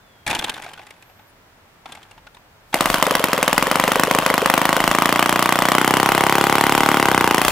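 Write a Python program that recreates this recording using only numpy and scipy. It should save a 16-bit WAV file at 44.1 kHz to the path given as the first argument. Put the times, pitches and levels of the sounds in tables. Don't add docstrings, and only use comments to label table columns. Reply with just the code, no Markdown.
import sys
import numpy as np
from scipy import signal
from scipy.fft import rfft, irfft, next_fast_len
from scipy.io import wavfile
from scipy.ndimage import uniform_filter1d

SR = 44100
rng = np.random.default_rng(int(sys.argv[2]) if len(sys.argv) > 2 else 0)


def magnitude_from_level(level_db):
    exponent = np.asarray(level_db, float) / 20
    return 10 ** exponent


def wav_out(sig):
    wavfile.write(sys.argv[1], SR, np.round(np.clip(np.atleast_2d(sig).T, -1, 1) * 32767).astype(np.int16))


N = 331191
CATCH_S = 2.725

# frequency [Hz], likeness [-1 to 1].
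NEAR_ALIKE = [(100, .97), (1000, .9), (2500, .65), (5000, .6), (12000, .72)]


def rms_one(x):
    return x / np.sqrt(np.mean(x ** 2) + 1e-20)


def highpass(x, hz):
    return signal.sosfilt(signal.butter(2, hz, "high", fs=SR, output="sos"), x)


def coloured(x, points):
    hz, db = np.transpose(points)
    size = next_fast_len(x.shape[-1])
    bins = np.arange(size // 2 + 1) * SR / size + 1
    gain = magnitude_from_level(np.interp(np.log(bins), np.log(hz), db))
    return irfft(rfft(x, size) * gain, size)[..., :x.shape[-1]]


def stereo_noise(spectrum, likeness, shape):
    mid, side = rng.standard_normal((2, *shape))
    hz, alike = np.transpose(likeness)
    alike = np.clip(alike, -.99, .99)
    mid = coloured(mid, np.c_[hz, 10 * np.log10(1 + alike)])
    side = coloured(side, np.c_[hz, 10 * np.log10(1 - alike)])
    return rms_one(coloured(np.array([mid + side, mid - side]), spectrum))


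def resonance(x, hz, width):
    r = np.exp(-np.pi * width / SR)
    poles = [1, -2 * r * np.cos(2 * np.pi * hz / SR), r * r]
    return signal.lfilter([(1 - r * r) / 2, 0, (r * r - 1) / 2], poles, x)


def laid(times, sounds):
    out, size = np.zeros((2, N + SR)), sounds.shape[-1]
    for s, sound in zip(times, sounds.transpose(1, 0, 2)):
        first = round(s * SR)
        out[:, first:first + size] += sound
    return out[:, :N]


def swell(start, rise, loss_db):
    t = np.arange(N) / SR - start
    return np.clip(t / rise, 0, 1) * magnitude_from_level(-loss_db * np.clip(t - rise, 0, None))


def thin_tone(rows, wobble):
    s, hz, db = np.transpose(rows)
    t = np.arange(N) / SR
    hz, db = [np.interp(t, s, column, -120, -120) for column in (hz, db)]
    waver = 1 + wobble * rms_one(uniform_filter1d(rng.standard_normal(N), 200))
    return magnitude_from_level(db + 2) * np.sin(2 * np.pi * np.cumsum(hz * waver) / SR)


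def garden():
    # frequency [Hz], density [dB per Hz].
    air_colour = [(12, -30), (20, -17), (38, 1), (60, -15), (81, -1), (187, -6.5), (328, -9.5), (527, -9),
                  (607, -7.5), (1290, -9.5), (1660, -10.5), (11400, -30.5), (16000, -25)]
    # frequency [Hz], likeness [-1 to 1].
    far_alike = [(60, 0.98), (240, 0.7), (950, 0.48), (3770, -0.38), (15000, 0.26)]
    return magnitude_from_level(-51.5) * stereo_noise(air_colour, far_alike, (N,))


def bird():
    # time in seconds, pitch in Hz, level in dB.
    call = [
        (0, 3560, -72),
        (.08, 3450, -63),
        (.17, 3280, -62),
        (.26, 3220, -66),
    ]
    return thin_tone(call, 0.012)


def body(x):
    # frequency [Hz], width [Hz], level [dB].
    body_modes = [(850, 70, 1.5), (1595, 110, 9), (2470, 740, -1.5), (3000, 75, 8), (3430, 180, 0),
                  (4740, 87, -40), (7500, 60, -20), (8200, 260, -29), (8850, 250, -24.5)]
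    out = magnitude_from_level(-2) * x
    for k, (hz, width, db) in enumerate(body_modes):
        out = out + (-1) ** k * magnitude_from_level(db) * resonance(x, hz, 1.2 * width)
    return rms_one(out)


def knocks():
    # time in seconds, peak in dB, loudest frequency in Hz.
    tick_events = [(0.267, -13.5, 2380), (.278, -10, 2100), (.303, -13, 2550), (.312, -9.5, 2440),
                   (.351, -8.5, 3000), (0.392, -10.5, 3400), (0.444, -10, 3480), (0.497, -10.5, 3070),
                   (.542, -22, 3680), (.623, -24, 2020), (.644, -26, 2230), (0.693, -31, 3080),
                   (0.736, -26, 3080), (.869, -30.5, 2020), (.908, -28.5, 2180), (1.026, -34.5, 2390),
                   (1.923, -24, 3320), (1.952, -29, 2200), (2.031, -34, 3180), (2.113, -33, 2770),
                   (2.348, -36, 3640)]
    # time in seconds, peak in dB, loudest frequency in Hz.
    thud_events = [(.333, -14, 890), (.424, -14.5, 890), (.483, -16, 910), (.568, -37, 760),
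                   (0.581, -26, 1450), (.664, -21, 700), (.752, -34, 1450), (.778, -25, 1500),
                   (.794, -24, 785), (.831, -38, 764), (1.099, -37, 760), (1.194, -35, 880),
                   (1.859, -20.5, 916), (1.895, -33, 850), (1.973, -28, 780), (2.179, -32, 885),
                   (2.27, -26, 1450), (2.369, -32, 958), (2.73, -15, 856)]
    at, peak_db, hz = np.transpose(np.vstack([tick_events, thud_events]))
    bright_db = np.repeat([-10.5, -30], [len(tick_events), len(thud_events)])
    t = np.arange(1800) / SR
    raw = stereo_noise([(300, 4), (700, 8.0), (4000, 2.0), (15000, -30)], NEAR_ALIKE, (len(at), len(t)))
    burst = raw * (t / .003) ** 1.5 * magnitude_from_level(-60 * t / .017)
    own = np.stack([rms_one(resonance(burst[:, k], hz[k], 0.056 * hz[k])) for k in range(len(at))], 1)
    edge = burst * magnitude_from_level(-60 * t / 0.049)
    crack = rms_one(coloured(edge, [(2500, -27.0), (4500, -21), (9000, 2.0), (15000, -2)]))
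    crack = crack * magnitude_from_level(bright_db + 7)[:, None]
    return laid(at - .003, magnitude_from_level(peak_db - 22.5)[:, None] * (body(burst) + 0.99 * own + crack))


def rattle():
    # start in seconds, rise in seconds, peak in dB, loss in dB per second.
    pushes = [
        (.262, 0.027, -31.5, 44.5),
        (1.86, 0.019, -50.5, 63),
        (2.722, .015, -41, 307),
    ]
    push_db, push_fades = -2, 1.4
    grains = magnitude_from_level(1.6 * np.minimum(rng.exponential(1, N), 4)) * (rng.random(N) < 900 / SR)
    grains = uniform_filter1d(grains, 40)
    grains = grains * stereo_noise([(300, -11), (700, 13.0), (15000, -17.5)], NEAR_ALIKE, (N,))
    low = stereo_noise([(80, -26), (130, 8), (350, 12.5), (600, -24.5)], NEAR_ALIKE, (N,))
    grain_level, low_level = 0, 0
    for s, rise, db, loss_db in pushes:
        grain_level = grain_level + magnitude_from_level(db) * swell(s, rise, loss_db)
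        low_level = low_level + magnitude_from_level(db + push_db) * swell(s, rise, push_fades * loss_db)
    return magnitude_from_level(7.0) * grain_level * body(grains) + low_level * low


def squeak():
    # time in seconds, pitch in Hz, level in dB.
    squeak_course = [(0.96, 10671, -61.5), (0.984, 11288, -69), (1.084, 12677, -58), (1.15, 12704, -66),
                     (1.18, 14306, -61), (1.26, 14298, -64), (1.278, 12323, -59), (1.31, 9045, -60)]
    return magnitude_from_level(-4) * thin_tone(squeak_course, .009)


def crank():
    # time in seconds, firings per second.
    full_speed = [(2.7422, 15.259), (2.808, 20.194), (2.877, 24.029), (3.074, 25.227), (3.294, 23.346),
                  (3.448, 20.558), (3.577, 20.564), (3.58, 22.539), (3.799, 25.078), (4.137, 28.157),
                  (4.45, 26.105), (5.012, 28.116), (5.117, 29.681), (5.719, 31.114), (6.084, 33.689),
                  (6.933, 36.653), (7.351, 27.724), (7.447, 31.101)]
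    # time in seconds, blast in dB and gulp in dB against the usual.
    weak_firings = [(2.983, -7.5, -7), (3.067, -2.5, 6.5), (3.109, -2, 6), (3.195, -6.5, 4.5),
                    (3.284, -7.5, -2), (3.378, -3.5, 3.5), (3.669, -4.5, 4), (3.878, -1, 5.5),
                    (3.957, -1.5, 7), (4.072, -7.5, 6.5), (4.149, -.5, 6), (4.224, -8, 2), (4.301, -1, 7),
                    (4.418, -5.5, 9), (4.765, -.5, 6), (7.115, -.5, 5)]
    drag_blast, drag_gulp, drag_kept = .147, .082, .67
    edges, weak, lost = [full_speed[0][0]], [], 0
    while edges[-1] < N / SR:
        now = edges[-1]
        blast_db, gulp_db = next((db for s, *db in weak_firings if abs(s - now) < .01), [0, 0])
        weak.append([blast_db, gulp_db])
        lost = drag_kept * lost - drag_blast * blast_db + drag_gulp * max(gulp_db, 0)
        edges.append(now + 1 / (np.interp(now, *np.transpose(full_speed)) - lost))
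    return np.array(edges), np.array(weak)


def firings():
    # time in seconds, gas heat as a pitch factor, wetness of the mixture in dB.
    warming = [
        (2.74, 0.95, 4.5),
        (3.5, 0.81, 1.5),
        (4.5, .9, 1.4),
        (5.1, 0.96, 1),
        (5.65, 0.92, 1),
        (5.9, 1.126, 1.7),
        (7.0, 1.154, 0.5),
        (7.25, 1.26, 0.5),
        (7.5, 0.98, 6),
    ]
    leftover = .16, .35
    edges, weak = crank()
    at, length = edges[:-1], np.diff(edges)
    s, *columns = np.transpose(warming)
    heat, wet_db = [np.interp(at, s, column) for column in columns]
    unevenness = np.interp(heat, [.85, 1.15], [1, .45])
    chance = rng.standard_normal((len(at), 4)) * unevenness[:, None]
    extra = chance[:, :2] * [.7, 1.1] - np.roll(weak[:, [0]], 1, axis=0) * leftover
    extra = np.where(weak[:, [0]] < 0, weak, extra)
    pitch = 1.159 * heat ** 0.99 * (1 + 0.022 * chance[:, 3])
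    pitch = pitch * magnitude_from_level(-.2 * np.clip(extra[:, 1] - 1.5, 0, 9))
    heat = heat * (1 + .02 * chance[:, 2])
    hiss_db = -7.5 + wet_db + 1.3 * extra[:, 0] + 1.0 * chance[:, 2]
    blast_db = -2.5 - 0.45 * wet_db + extra[:, 0]
    gulp_db = -21.5 + extra[:, 1]
    return [c[:, None] for c in (at, length, heat, blast_db, hiss_db, gulp_db, pitch)]


def exhaust(at, length, heat, blast_db, hiss_db, gulp_db, pitch):
    # frequency in Hz, level in dB, t60 in seconds, sign.
    stub_modes = [(1160, 2.2, .0061, -1), (1440, -5.2, .0061, -1), (1960, -5, .0075, -1),
                  (3200, -15, .0013, -1)]
    # frequency [Hz], density [dB per Hz].
    jet_colour = [(400, 0.5), (900, 9), (1500, 7.5), (2500, 7.5), (4000, 1), (6500, -2), (10000, -2),
                  (15000, -4)]
    # start in seconds, end as share of the cycle, first Hz, last Hz, level in dB.
    gulp_sweeps = [(.003, 0.363, 343, 798, -1)]
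    t = np.arange(2600) / SR
    spread = rng.standard_normal((len(at), len(stub_modes)))
    shock = 0
    for k, (hz, db, t60, sign) in enumerate(stub_modes):
        ring = np.sin(2 * np.pi * hz * heat ** 0.14 * t)
        shock = shock + sign * magnitude_from_level(db + 0.5 * spread[:, [k]] - 60 * t / t60) * ring

    after = t - .0024 / heat
    open_valve = np.clip((t - .0013) / .0004, 0, 1)
    rebound = np.tanh(-after / .00013) * np.exp(-np.clip(after, 0, 1) / .003)
    flow = magnitude_from_level(-8.3 + 26 * (heat - 1)) * open_valve * rebound

    build_up = np.clip((t - .0001) / .001, 0, 1)
    main_jet = 1 / (1 + np.exp(np.clip(after / 0.00083, -30, 30)))
    blowing = build_up * (main_jet + 0.29 * np.exp(-t / 0.0061))
    jet = magnitude_from_level(hiss_db - 4.5) * blowing * stereo_noise(jet_colour, NEAR_ALIKE, shock.shape)

    gulp = 0
    for start, end, low_hz, high_hz, db in gulp_sweeps:
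        way = np.clip((t - start) / (end * length - start), 0, 1)
        sweep_hz = low_hz * (high_hz / low_hz) ** way * pitch * (way > 0)
        turns = np.cumsum(sweep_hz, 1) / SR
        gulp = gulp + magnitude_from_level(db + gulp_db + 4) * np.sin(np.pi * way ** 1.4) * np.sin(2 * np.pi * turns)
    return laid(at[:, 0] - .00017, magnitude_from_level(blast_db) * (shock + flow) + jet + gulp)


def surroundings(direct):
    # delay in seconds, left level in dB, right level in dB.
    echo_paths = [(.0053, -23, -60), (0.0149, -12, -35), (0.0238, -25, -19), (.031, -19.5, -24)]
    scatter_db, scatter_t60_s, scatter_hz = -11, .16, 1600
    t = np.arange(8000) / SR
    sparse = rng.standard_normal((2, len(t))) * (rng.random(len(t)) < 500 / SR)
    sparse = sparse * magnitude_from_level(-60 * t / scatter_t60_s) * (t > .006)
    paths = np.array([sparse[0] + 0.72 * sparse[1], sparse[0] - 0.13 * sparse[1]])
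    paths = signal.lfilter(*signal.butter(2, scatter_hz, fs=SR), paths)
    paths *= magnitude_from_level(scatter_db) / np.sqrt(np.sum(paths ** 2) / 2) * np.sqrt(2 * scatter_hz / SR)
    for lag, left_db, right_db in echo_paths:
        paths[:, round(lag * SR)] += magnitude_from_level([left_db, right_db])
    return direct + signal.fftconvolve(direct, paths, axes=1)[:, :N]


def valve_gear(at, length):
    # share of the cycle, frequency in Hz, level in dB, t60 in seconds.
    contacts = [
        (0.19, 2900, -18, 0.011),
        (0.49, 3200, -20.5, 0.0056),
        (.705, 3150, -17, 0.013),
        (.88, 4900, -26, 0.006),
        (.37, 1000, -20, 0.032),
    ]
    out, t = 0, np.arange(1000) / SR
    for share, hz, db, t60 in contacts:
        chance = rng.standard_normal((len(at), 4))
        phase = 2 * np.pi * hz * (1 + 0.066 * chance[:, [0]]) * t
        ring = np.sin(phase + np.array([1, -1])[:, None, None] * .5 * chance[:, [2]])
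        rough = .5 * rng.standard_normal((2, len(at), len(t))) * magnitude_from_level(-60 * t / t60)
        clicks = magnitude_from_level(db + 1.05 * chance[:, [1]] - 60 * t / t60) * (ring + rough)
        out = out + laid((at + share * length)[:, 0] + 0.00019 * chance[:, 3], clicks)
    return out


def shaking():
    # frequency [Hz], density [dB per Hz].
    shake_colour = [(100, -22), (250, -17), (450, -13), (620, -5), (800, -6), (1000, 0), (1250, -6),
                    (1800, -10), (2500, -14), (4500, -22), (8000, -24), (13000, -26), (16000, -32)]
    lumps, grit = [rms_one(uniform_filter1d(uniform_filter1d(rng.standard_normal(N), size), size))
                   for size in (90, 200)]
    level = swell(CATCH_S, 0.05, -0.05) * magnitude_from_level(-27 + 2.25 * lumps)
    noise = stereo_noise(shake_colour, NEAR_ALIKE, (N,))
    high = highpass(noise, 3974)
    return level * (noise + high * (magnitude_from_level(3 * grit - 9.0) - 1))


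def propeller():
    # passes per firing cycle, level in dB.
    blade_tones = [(2, -18), (4, 0), (8, -10)]
    edges, t = crank()[0], np.arange(N) / SR
    cycles = np.interp(t, edges, np.arange(len(edges)))
    over = np.interp(t, edges[:-1], 1 / np.diff(edges)) - 30
    level_db = -44 + 0.94 * np.where(over > 0, 0.82 * over, over)
    tones = sum(magnitude_from_level(db) * np.sin(2 * np.pi * k * cycles) for k, db in blade_tones)
    return -magnitude_from_level(level_db + 3) * tones


def wash():
    # time in seconds, peak in dB.
    gust_events = [(2.75, -55), (2.92, -34), (3.609, -45), (3.88, -43), (4.15, -49), (4.54, -58),
                   (4.88, -41), (5.65, -51), (6.12, -47), (6.42, -51), (6.77, -43), (6.9, -47), (7.5, -30)]
    wind = stereo_noise([(8, -30), (18, -12), (35, -1), (60, -16), (90, -8), (130, -27)],
                        [(20, 0.8), (90, 0.14)], (N,))
    t = np.arange(N) / SR
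    gusts = sum(magnitude_from_level(db) * np.exp(-((t - s) / 0.067) ** 2) for s, db in gust_events)
    steady = magnitude_from_level(-46) * swell(CATCH_S, 0.045, 0)
    return (steady + gusts) * magnitude_from_level([[4.5], [.6]]) * wind


def later(x, lag):
    size = next_fast_len(N)
    turn = np.exp(-2j * np.pi * lag * np.arange(size // 2 + 1) / size)
    return irfft(rfft(x, size) * turn, size)[:N]


def scene():
    cycles = firings()
    engine = surroundings(exhaust(*cycles)) + valve_gear(*cycles[:2]) + shaking()
    for cut_hz in (125, 95):
        engine = highpass(engine, cut_hz)
    engine = engine + knocks() + rattle() + propeller()
    engine[1] = later(engine[1], .62)
    engine = engine * magnitude_from_level(0) * np.array([[magnitude_from_level(.35)], [magnitude_from_level(-.35)]])
    return engine + wash() + squeak() + bird() + garden()


def low_pass(x):
    return signal.sosfilt(signal.butter(12, 16690, fs=SR, output="sos"), x)


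def record(dry):
    cut = signal.sosfilt(signal.cheby2(10, 50, 16500, fs=SR, output="sos"), dry)
    return low_pass(np.clip(cut, -1, 1))


dry = scene()
out = record(dry)
wav_out(out)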